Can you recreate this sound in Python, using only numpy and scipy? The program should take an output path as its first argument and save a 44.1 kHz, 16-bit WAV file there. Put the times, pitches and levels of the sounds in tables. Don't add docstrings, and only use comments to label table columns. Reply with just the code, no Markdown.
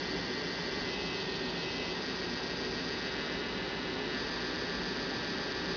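import sys
import numpy as np
from scipy import signal
from scipy.fft import rfft, irfft, next_fast_len
from scipy.io import wavfile

SR = 44100
rng = np.random.default_rng(int(sys.argv[2]) if len(sys.argv) > 2 else 0)


def invert_db(level):
    return 10 ** (np.asarray(level, dtype=float) / 20)


def wrap_up_sound(samples):
    columns = np.atleast_2d(samples).T
    tamed = np.clip(columns, -1, 1)
    steps = np.round(tamed * 32767).astype(np.int16)
    wavfile.write(sys.argv[1], SR, steps)


N = 254060
CYCLE, STEPS = 20, 1024

SHADE_DB = [
    0.5,
    0,
    0.3,
    1.5,
    -3.5,
    0.7,
]


def evened(x):
    return x / np.sqrt(np.mean(x ** 2) + 1e-20)


def shaped(x, gain_db):
    size = next_fast_len(len(x))
    hz = np.fft.rfftfreq(size, 1 / SR)
    return irfft(rfft(x, size) * invert_db(gain_db(hz)), size)[:len(x)]


def read(points, hz):
    f, value = np.transpose(points)
    return np.interp(np.log(hz + 1), np.log(f + 1), value, left=-90)


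def drift(hz):
    lowpass = signal.butter(2, hz, fs=SR, output="sos")
    return evened(signal.sosfilt(lowpass, rng.standard_normal(N)))


def fan():
    # frequency in Hz, density in dB per Hz.
    drone = [(20, -34.5), (42, -10), (72, -21), (100, -17), (160, -8), (300, -6), (450, -7), (610, -10.5),
             (690, -14), (780, -11.5), (920, -10.5), (1100, -15.5), (1600, -17.5), (3000, -24.5),
             (5500, -29)]
    # frequency in Hz, width in Hz, gain in dB.
    room = [(112.7, 16, 7), (130, 4.3, 2.5), (152, 11, 2), (174.8, 12, 10), (200.5, 7.2, 9.5),
            (243.6, 8, 10), (266.2, 6.7, 9), (301, 12, 6), (379, 23.2, 9), (418.3, 21, 7), (462, 6, -1),
            (357, 9.8, 3.5), (208.6, 8.2, -7)]

    def colour(hz):
        waves = sum(db / (1 + (2 * (hz - f) / width) ** 2) for f, width, db in room)
        return read(drone, hz) + waves

    air = evened(shaped(rng.standard_normal(N), colour))
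    return invert_db(-37.5 + 0.16 * drift(hz=1)) * air


def stroke(turns, sharp, back):
    out_peak = np.exp(sharp * np.cos(2 * np.pi * turns))
    back_peak = np.exp(sharp * np.cos(2 * np.pi * (turns - .45)))
    return evened(out_peak + back * back_peak)


def cage(turns):
    # share of shaft speed, rms level in dB.
    hums = [(.39, -57), (.585, -62.5)]
    out = np.zeros(N)
    for share, db in hums:
        out += invert_db(db + 2.3 * drift(hz=8.9)) * np.sqrt(2) * np.sin(2 * np.pi * share * turns)
    return out


def scraping(turns, side):
    # frequency in Hz, density in dB per Hz.
    scrape_colour = [(900, -5.5), (1500, -4), (2200, -5.5), (2700, -11), (3500, -5.5), (4300, -1.5),
                     (4800, 5), (5300, -1), (6000, -9)]
    scrape = stroke(turns, sharp=0.45, back=1.0) * rng.standard_normal(N)
    scrape *= invert_db(0.36 * np.interp(side, np.arange(len(SHADE_DB)), SHADE_DB))
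    return invert_db(-50.5) * evened(shaped(scrape, lambda hz: read(scrape_colour, hz)))


def beamed(rows, lie):
    rows = np.array(rows)
    return rows[:, 1] + rows[:, 2:] @ lie


def beside(order):
    ball_pass = {-6: 4.4, -1: 4, 0: -2.1, 2: 2.3, 9: 6.5, 10: 7.0}
    away = order - np.ceil(order - .5)
    passes = sum(db * (np.round(away * CYCLE) == step) for step, db in ball_pass.items())
    near_db, fall_db, lowest_db = 3.0, -20.5, -6.5
    return np.maximum(near_db + fall_db * abs(away), lowest_db) + passes


def rattle(order, lie, shade_db):
    # shaft order, rms level per line in dB, dB gained when tipped forward, turned, tipped away.
    rattle_lines = [(4.43, -79, -1.8, -2, 0), (9.5, -78, 2.7, 1, -5.5), (12.9, -68, 2.5, -3.5, 0),
                    (14.7, -73.5, -1.5, -3.5, -3.5), (17.6, -69.5, -2.5, 1.5, 0.3),
                    (29.2, -70.5, 1, 1.2, 1.9), (31.83, -66, 1.5, 0.2, 0.5), (39.7, -82.5, 2.8, 7.5, 1.5)]
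    line_order = np.array(rattle_lines)[:, 0]
    level_db = np.interp(order, line_order, beamed(rattle_lines, lie), left=-150, right=-150)
    bright = np.clip((order - 28) / 2.5, 0, 1)
    level_db += beside(order) + bright * shade_db
    chance = rng.standard_normal(len(order)) + 1j * rng.standard_normal(len(order))
    return invert_db(level_db) * chance / np.sqrt(2)


def knock(order, whole, scatter, lie):
    # shaft order, rms level in dB, dB
    knock_rings = [(8.0, -62.5, 3, -21.5, -20.5), (9.0, -58.5, -8, -19, -11.5),
                   (10.0, -57, -0.5, -3.5, -6.5), (11.0, -50, -1.5, -25.5, -6.5),
                   (12.0, -59.5, 2.1, -8.5, -30.5), (13.0, -50.5, 1.1, -10.5, -0.5),
                   (14.0, -58, 6.5, 9.5, -3.5), (16.0, -66, 7, -17.5, -4), (18.0, -55.5, -19, 7.5, -3),
                   (19.0, -66.5, 9.5, 4, 10.5), (20.0, -70, -2.5, 13.5, -31.5), (21.0, -79, 17, 15.7, 10.5),
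                   (22.0, -61, -31.5, 3, -3.5),
                   (23.0, -69, 11, 6.5, 2), (24.0, -60, 2, -35.5, -0.9), (25.0, -70, 4.5, 4, 15.5),
                 (26.0, -54.5, -9, -3.5, -5), (28.0, -68.5, 2.5, 0, 8), (30.0, -66.2, 3.7, -3.9, 3.5),
                 (31.0, -65, 2.5, 2.2, -3.5), (32.0, -56.5, -29.2, -2, -6), (33.0, -54.5, -11.5, -45, -22),
                 (34.0, -61, 7, -35.5, -6.5), (36.0, -58, -48, -2, -8.5)]
    parts = np.array(knock_rings)
    half_width, between_db = .15, -81
    rings = 1 / (1 + ((whole[:, None] - parts[:, 0]) / half_width) ** 4)
    power = rings @ invert_db(2 * beamed(parts, lie)) + invert_db(2 * between_db)
    crank = np.zeros(len(order), complex)
    crank[whole * CYCLE] = np.sqrt(power) * np.exp(1j * scatter)
    return crank


def patterns():
    sides = [
        (1, 0, 0.057),
        (0, 0.87, -0.04),
        (0, 0.021, 0.83),
        (0.06, 0.034, -0.025),
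        (0.32, .36, -0.4),
        (0.27, .04, -0.33),
    ]
    order = np.arange(CYCLE * STEPS // 2 + 1) / CYCLE
    whole = 8 + np.arange(30)
    scatter = rng.standard_normal(len(whole)) * 0.031 * whole
    scatter += 1.08 * (whole % 2)
    load = stroke(np.arange(CYCLE * STEPS) / STEPS, sharp=1.1, back=1.0)
    loose = np.clip((order - 24) / 6, 0, 1)
    out = []
    for lie, shade_db in zip(sides, SHADE_DB):
        balls = rattle(order, lie, shade_db)
        steady = irfft(knock(order, whole, scatter, lie) + (1 - loose) * balls)
        loaded = load * irfft(loose * balls)
        out.append((steady + loaded) * CYCLE * STEPS / np.sqrt(2))
    return out


def machine():
    # time in seconds, shaft speed in Hz.
    speed = [(0.0, 145.5), (0.72, 145.22), (0.86, 144.71), (0.95, 143.5), (1.08, 144.5), (1.3, 142.46),
             (1.87, 144.0), (2.02, 145.11), (2.45, 145.43), (3.17, 144.73), (3.31, 144.89), (3.46, 144.41),
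             (3.74, 145.17), (4.03, 144.69), (4.18, 145.41), (4.61, 145.73), (4.75, 145.52), (5.76, 145.67)]
    # time in seconds, side shown from 0 to 5 (face, flank, flank tipped away, face tilted,
    # top, face close).
    turning = [(0, 0), (.85, 0.07), (.95, 1.4), (1.16, 1.2), (1.24, 1.85), (1.5, 1.9), (1.6, 1.7),
               (1.74, 0.9), (1.89, 0.9), (2.0, 3.0), (2.85, 3.0), (3.1, 3.5), (3.55, 4.0), (4.05, 4.0),
               (4.22, 5.0), (5.76, 5.0)]
    t = np.arange(N) / SR
    shaft_hz = np.interp(t, *np.transpose(speed)) + 0.1493 * drift(hz=14.6)
    turns = np.cumsum(shaft_hz) / SR
    side = np.interp(t, *np.transpose(turning))
    at = np.arange(CYCLE * STEPS) / STEPS
    out = np.zeros(N)
    for k, pattern in enumerate(patterns()):
        share = np.cos(np.pi / 2 * np.clip(side - k, -1, 1))
        out += share * np.interp(turns, at, pattern, period=CYCLE)
    out *= invert_db(0.21 * drift(hz=6.0))
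    return out + scraping(turns, side) + cage(turns)


def scene():
    return np.tile(fan() + machine(), (2, 1))


def low_pass(x):
    return signal.sosfilt(signal.butter(12, 7200, fs=SR, output="sos"), x)


def record(dry):
    # frequency in Hz, gain in dB.
    smoothing = [(4800, -0.5), (5200, -0.5), (5512, 0.5), (6000, -11), (6400, -20.5), (6800, -33.5),
                 (7100, -48), (7350, -76)]
    slow = shaped(dry[0], lambda hz: np.interp(hz, [5400, 5900], [0, -30]))
    kept = 4 * slow * (np.arange(N) % 4 == 0)
    filled = shaped(kept, lambda hz: np.interp(hz, *np.transpose(smoothing)))
    return low_pass(np.tile(filled, (2, 1)))


dry = scene()
out = record(dry)
wrap_up_sound(out)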